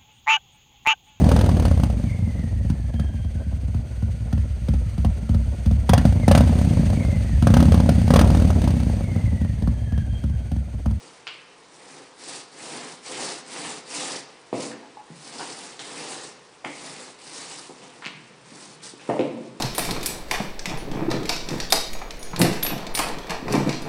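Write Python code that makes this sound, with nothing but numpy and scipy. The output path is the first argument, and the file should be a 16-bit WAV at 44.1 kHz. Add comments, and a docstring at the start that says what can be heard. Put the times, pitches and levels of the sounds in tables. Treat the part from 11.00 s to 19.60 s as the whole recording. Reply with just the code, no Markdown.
"""A small paint roller spreads sticky epoxy over a plywood panel in a large workshop, over steady room noise.
Two hard clicks come first; then strokes grow stronger: the nap hisses out of the resin, the panel rumbles.
A knock booms and bounces halfway, then more strokes follow among soft knocks, clicks and a rattle.
Late on a longer rattle sounds, the strokes weaken, and heavy knocks with clicks leave a low shudder.
Shaped noise makes strokes and room, ringing modes the knocks, short sines the clicks; the hall answers them."""
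import sys
import numpy as np
from scipy import signal
from scipy.fft import rfft, irfft, next_fast_len
from scipy.io import wavfile
from scipy.ndimage import uniform_filter1d, map_coordinates

SR = 44100
rng = np.random.default_rng(int(sys.argv[2]) if len(sys.argv) > 2 else 0)


def transcribe(signal):
    """Save signal, clipped to [-1, 1], as a 16-bit WAV file at the path in sys.argv[1]."""
    frames = np.atleast_2d(signal).T
    limited = np.clip(frames, -1, 1)
    pcm = np.round(limited * 32767).astype(np.int16)
    wavfile.write(sys.argv[1], SR, pcm)


def to_linear_factor(level_db):
    """Convert decibel levels (scalar or array-like) to linear amplitude factors."""
    exponent = np.asarray(level_db, float) / 20
    return 10 ** exponent


N = 379260  # length in samples


def unit(x):
    """Scales a sound to rms 1."""
    return x / np.sqrt(np.mean(x ** 2) + 1e-20)


def along(points, hz):
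    """Reads a curve of (Hz, value) points on a log frequency axis."""
    f, v = np.transpose(points)
    return np.interp(np.log(hz + 1), np.log(f + 1), v)


def filtered(x, response):
    """Multiplies the spectrum of x by a response, a function of frequency in Hz."""
    m = next_fast_len(len(x) + 8192)
    hz = np.fft.rfftfreq(m, 1 / SR)
    return irfft(rfft(x, m) * response(hz), m)[:len(x)]


def coloured(x, spectrum):
    """Filters x by a table of (Hz, dB) and scales it to rms 1."""
    return unit(filtered(x, lambda hz: to_linear_factor(along(spectrum, hz))))


def wobble(rate):
    """A smooth random curve with so many random knots a second."""
    knots = rng.standard_normal(int(N * rate / SR) + 4)
    return map_coordinates(knots, [np.arange(N) * rate / SR])


def crackle(spread_db):
    """Dense tiny snaps: noise whose samples have widely spread sizes."""
    return rng.standard_normal(N) * to_linear_factor(spread_db * rng.standard_normal(N))


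def patchy(x, depth_db):
    """Makes x stronger and weaker in random patches of time and frequency."""
    z = signal.stft(x, nperseg=512)[2]
    field = uniform_filter1d(rng.standard_normal(z.shape), size=14, axis=0)
    field = uniform_filter1d(field, size=5, axis=1)
    return signal.istft(z * to_linear_factor(depth_db * unit(field)), nperseg=512)[1][:N]


# The roller's strokes over the panel.
# Each row: start in seconds, length in seconds, share of the length until the fastest point,
# speed as a level in dB, pressure as a level in dB.
STROKES = [(-.35, .6, 0.62, -54, -52), (0.668, 0.46, 0.6, -51.5, -49.5), (1.151, 0.31, 0.62, -41, -45),
           (1.503, 0.52, 0.44, -40.5, -41), (1.997, 0.44, 0.54, -35.5, -37.5),
           (2.444, 0.4, .45, -37.5, -38.5), (2.849, 0.4, 0.44, -33, -36), (3.518, 0.23, 0.46, -39.5, -45),
           (4.08, 0.78, 0.55, -42, -46), (4.789, 0.29, .04, -44.5, -44), (4.795, 0.57, 0.51, -39.5, -41),
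           (5.64, 0.18, 0.092, -50, -47), (5.629, 0.56, 0.5, -43, -45.5), (6.155, 0.62, 0.42, -41, -46.5),
           (6.697, 0.46, 0.27, -54.5, -51.5), (7.367, 0.44, 0.61, -49.5, -51.5),
           (7.814, 0.14, 0.23, -41.5, -52.5), (7.937, 0.4, 0.45, -52.5, -47.5)]


def arch(swell, levels_db, rest_db):
    """Gain over time: every stroke speeds up and slows down in one arch, over a faint steady bed."""
    t = np.arange(N) / SR
    power = np.full(N, to_linear_factor(2 * rest_db))
    for (start, length, peak, *_), db in zip(STROKES, levels_db):
        span = slice(max(round(start * SR), 0), round((start + length) * SR))
        u = np.clip((t[span] - start) / length, 0, 1)
        peak = np.clip(peak, .03, .9)
        rise_and_fall = np.minimum(u / peak, (1 - u) / (1 - peak))
        power[span] += to_linear_factor(2 * db) * np.sin(np.pi / 2 * rise_and_fall) ** (2 * swell)
    return np.sqrt(power)


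def roller():
    """Resin threads snap off the nap, the nap scuffs the wood, and the rolling shakes panel and trestles."""
    speed_db, pressure_db = np.transpose(STROKES)[3:]
    uneven = wobble(32)  # the roller does not turn quite true
    return (hiss(speed_db, uneven) + scuff(speed_db, pressure_db, uneven)
            + rumble(pressure_db, uneven) + shudder(pressure_db))


# Tone of the peeling resin. Each row: frequency in Hz, relative level in dB.
HISS = [(1760, -37), (3000, -0.5), (3190, -6), (3520, 0), (4630, 5), (6640, 1), (7920, 3), (9150, 2),
        (9780, 2), (10300, -18.5), (13400, -85), (22000, -120)]


def hiss(speed_db, uneven):
    """Resin threads snap off the nap in a dense crackle that follows the speed."""
    snaps = coloured(patchy(crackle(spread_db=5.0), depth_db=1.46), HISS)
    flutter = to_linear_factor(0.92 * uneven + 1.3 * wobble(120))
    return arch(1.21, speed_db, rest_db=-61) * flutter * snaps


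# Tone of the nap on the wood. Each row: frequency in Hz, relative level in dB.
SCUFF = [(590, -26), (1000, -1), (1430, -3), (1870, -0.5), (2650, -1), (3210, -3.5), (4200, -7.5),
         (5460, -52), (9240, -120)]


def scuff(speed_db, pressure_db, uneven):
    """The nap scuffs the wood, driven by both speed and pressure."""
    speed_share = 0.42
    level_db = -3 + speed_share * speed_db + (1 - speed_share) * pressure_db
    rub = coloured(patchy(crackle(spread_db=3), depth_db=2.0), SCUFF)
    flutter = to_linear_factor(0.25 * uneven + 0.27 * wobble(40))
    return arch(1.17, level_db, rest_db=-59) * flutter * rub


# Tones at which the plywood panel rings.
# Each row: frequency in Hz, width of the resonance in Hz, relative level in dB.
PANEL = [(140, 21, -9), (171, 13, -11.5), (230.4, 7.4, 3), (292.6, 96, 3), (350, 43, 5.5), (420, 72, 2.5),
         (509, 31, 6), (601, 57, -2), (688.4, 29.5, 2), (778, 37, 2.5), (853.6, 29, 2.5), (938, 55, -1),
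         (1037, 56, -3.5), (1224, 135, -6.5), (1920, 320, -20), (2220, 330, -29), (2580, 120, -19)]


def panel(x, strike_db, sides):
    """The panel rings at its modes, each as strongly, and to the side, that the place of contact gives."""
    def response(f):
        total = 0
        for (hz, width, db), extra_db, side in zip(PANEL, strike_db, sides):
            total = total + side * to_linear_factor(db + extra_db) * hz * width / (hz * hz - f * f + 1j * f * width)
        return total
    return filtered(x, response)


def rumble(pressure_db, uneven):
    """Rolling keeps the panel's modes ringing with noise, stronger under pressure."""
    modes = np.arange(len(PANEL))
    ringing = unit(panel(rng.standard_normal(N), 0.0 * modes, (-1) ** modes))  # alternate sides
    flutter = to_linear_factor(1.2 * uneven + 1.2 * wobble(12))
    return arch(1.41, pressure_db, rest_db=-65.5) * flutter * ringing


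# Tone of the shaking trestles. Each row: frequency in Hz, relative level in dB.
SHUDDER = [(90, -29), (115, -2.5), (135, 5), (165, 5), (200, 2.5), (260, -44)]
# Jolts to the trestles. Each row: start in seconds, level in dB, time to fade by 60 dB in seconds.
JOLTS = [(4.098, -64, 0.71), (5.7, -67, 2), (7.1, -55, 4.1), (8.12, -49.5, 3.6)]


def shudder(pressure_db):
    """The trestles shake low under each stroke, and go on shuddering after a jolt."""
    t = np.arange(N) / SR
    jolts = sum(to_linear_factor(db - 60 * np.abs(t - start) / t60) * (t > start) for start, db, t60 in JOLTS)
    shaking = to_linear_factor(1.8 * wobble(3.7)) * coloured(rng.standard_normal(N), SHUDDER)
    return (arch(3.8, pressure_db - 19.5, rest_db=-70) + jolts) * shaking


# Knocks of the roller on the panel.
# Each row: start in seconds, rms level in dB over a quarter second, favoured pitch in Hz,
# focus on that pitch in dB per octave, number of rebounds (rounded; below zero means none).
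KNOCKS = [(3.528, -36.5, 555, 7, 4), (3.829, -61.5, 860, 49, -0.5), (3.9705, -52.5, 860, 46, -0.5),
          (4.101, -52, 157, 26, -0.5), (5.644, -48, 810, 15, 0), (5.655, -48, 266, 17, 0),
          (6.694, -54, 440, -2, 1), (7.061, -52, 149, 19, 0), (7.519, -56, 272, 21, 0),
          (7.936, -55, 350, 19, 0.5), (8.0905, -34.5, 560, 7.5, 0), (8.098, -34.5, 780, 6, 4),
          (8.192, -31, 368, 11.5, 2.5)]
# A hard knock lands again, lower in pitch.
# Each row: delay after the knock in seconds, level against the knock in dB, pitch as a ratio to the knock's.
REBOUNDS = [(0.0118, -3, 0.61), (.02, -13, 0.6), (.038, -10.5, 0.83), (.068, -7, .75)]


def blows():
    """Every contact with the panel: the knocks and their rebounds."""
    hits = []
    for start, db, hz, focus_db, count in KNOCKS:
        landings = [(0, 0, 1), *REBOUNDS][:round(count) + 1]
        for delay, change_db, ratio in landings:
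            hits.append((start + delay, db + change_db, hz * ratio, focus_db))
    return hits


def knocks():
    """A short soft push favours the modes near one pitch; every blow lands on another spot."""
    out, push = np.zeros(N + SR), np.zeros(SR // 4)
    push[:24] = np.hanning(24)
    mode_hz = np.transpose(PANEL)[0]
    for start, db, pitch_hz, focus_db in blows():
        spot, side = rng.standard_normal((2, len(PANEL)))
        octaves_away = np.abs(np.log2(mode_hz / pitch_hz))
        ring = panel(push, 1.5 * spot - focus_db * octaves_away, np.sign(side))
        out[round(start * SR):][:len(ring)] += to_linear_factor(db) * unit(ring)
    return out[:N]


# Single hard clicks.
# Each row: start in seconds, peak level in dB, pitch in Hz, cycles until the peak,
# level sent to the hall against the direct click in dB.
CLICKS = [(.2697, -19, 2460, 0.81, 1.5), (.2764, -20.5, 2870, 1.02, 1), (3.5295, -32.5, 2200, 1.1, 7.5),
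          (3.715, -30, 1740, 1.5, 3), (4.3832, -27, 4996, 2.2, 9.5), (4.7932, -23.5, 3500, 0.82, 4.5),
          (5.6476, -17.5, 2115, 1.4, 1.5), (7.0227, -27.5, 1830, 0.65, 7.5), (7.995, -38, 2480, 2.4, 8),
          (8.097, -26.5, 1880, 1.7, 5), (8.193, -21, 2420, 1.5, 2), (8.21, -25, 2690, 1.5, 1)]
# Rattles, quick runs of clicks that swell and fade.
# Each row: start in seconds, number of clicks, loudest peak level in dB, pitch in Hz,
# level sent to the hall against the direct clicks in dB.
RATTLES = [(4.396, 5, -23.5, 990, -2), (7.0453, 7, -18, 2340, -3.5)]


def taps():
    """Every click, the single ones and those of the rattles, which fall unevenly."""
    gap_s, scatter = .0068, .1  # scatter: share of the gap, and of the pitch
    loudest_at, fade_db = 0.39, 1.1  # share of the run; loss per squared step away
    events = list(CLICKS)
    for start, count, db, hz, echo_db in RATTLES:
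        for k in range(round(count)):
            late, sharp = rng.standard_normal(2)
            steps_away = k - (count - 1) * loudest_at
            events.append((start + (k + scatter * late) * gap_s, db - fade_db * steps_away ** 2,
                           hz * (1 + scatter * sharp), 0.86, echo_db))
    return events


def clicks():
    """A few cycles swell and die, roughened by a crack; rows: direct sound, sound sent to the hall."""
    out, t = np.zeros((2, N + SR)), np.arange(SR // 50) / SR
    for start, db, hz, cycles, echo_db in taps():
        crack = uniform_filter1d(rng.standard_normal(len(t)), size=4)
        phase = 2 * np.pi * hz * t
        lower, higher = 0.44 * np.sin(0.64 * phase), 0.42 * np.sin(1.49 * phase)
        age = t * hz / cycles  # 1 at the peak
        ring = (np.sin(phase) + lower + higher + .35 * crack) * (age * np.exp(-age)) ** 2
        gains = to_linear_factor(np.array([[db], [db + echo_db]]))
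        out[:, round(start * SR):][:, :len(t)] += gains * ring / np.abs(ring).max()
    return out[:, :N]


# How long the hall rings. Each row: frequency in Hz, time to fade by 60 dB in seconds.
HALL = [(150, 0.87), (600, 0.82), (2000, 0.84), (5000, 0.63), (10000, 0.17)]


def hall(x, gap_s, near):
    """Each frequency of the hall's answer dies at its own speed; nearby timber answers first and strongest."""
    hz, t, z = signal.stft(rng.standard_normal(SR), SR, nperseg=256)
    fade = to_linear_factor(-60 * t / along(HALL, hz)[:, None])
    tail = signal.istft(z * fade, SR, nperseg=256)[1]
    tail = tail * (1 + near * np.exp(-np.arange(len(tail)) / SR / .03))  # the timber, gone within 0.1 s or so
    delayed = np.pad(x, (round(gap_s * SR), 0))
    return signal.fftconvolve(delayed, tail / np.linalg.norm(tail))[:N]


# Tone of the room noise. Each row: frequency in Hz, relative level in dB.
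AIR = [(15, -65.5), (25, -19), (75, -12), (145, -24), (300, -0.5), (449, 1), (496, 3), (592, -4),
       (978, -1.5), (1460, -8), (2740, -16.5), (5810, -15), (9370, -37), (10100, -29.5), (13100, -51),
       (22000, -120)]


def room_noise():
    """Steady coloured noise whose level wavers very slightly."""
    return to_linear_factor(-54 + 0.22 * wobble(14.0)) * coloured(rng.standard_normal(N), AIR)


def scene():
    """The work, its echo in the hall, and the room noise."""
    strokes, booms = roller(), knocks()
    ticks, far_ticks = clicks()
    echo = to_linear_factor(-10) * hall(strokes, .012, near=0.11)
    echo += to_linear_factor(-4.5) * hall(booms, 0.00733, near=0.1)
    echo += to_linear_factor(-0.5) * hall(far_ticks, 0.001487, near=0.98)
    work = strokes + booms + ticks + echo
    low_cut = signal.butter(8, 116, "high", fs=SR, output="sos")
    thin = signal.sosfilt(low_cut, work)  # the small microphone drops the deep bass steeply
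    return (thin + room_noise())[None]


def top_cut(x):
    """Nothing passes above the cut-off."""
    return signal.sosfilt(signal.butter(12, 10740, fs=SR, output="sos"), x)


def record(dry):
    """The recorder's band limit removes everything from 10200 Hz up."""
    limited = filtered(dry[0], lambda hz: hz < 10200)
    return top_cut(limited[None])


dry = scene()
out = record(dry)
transcribe(out)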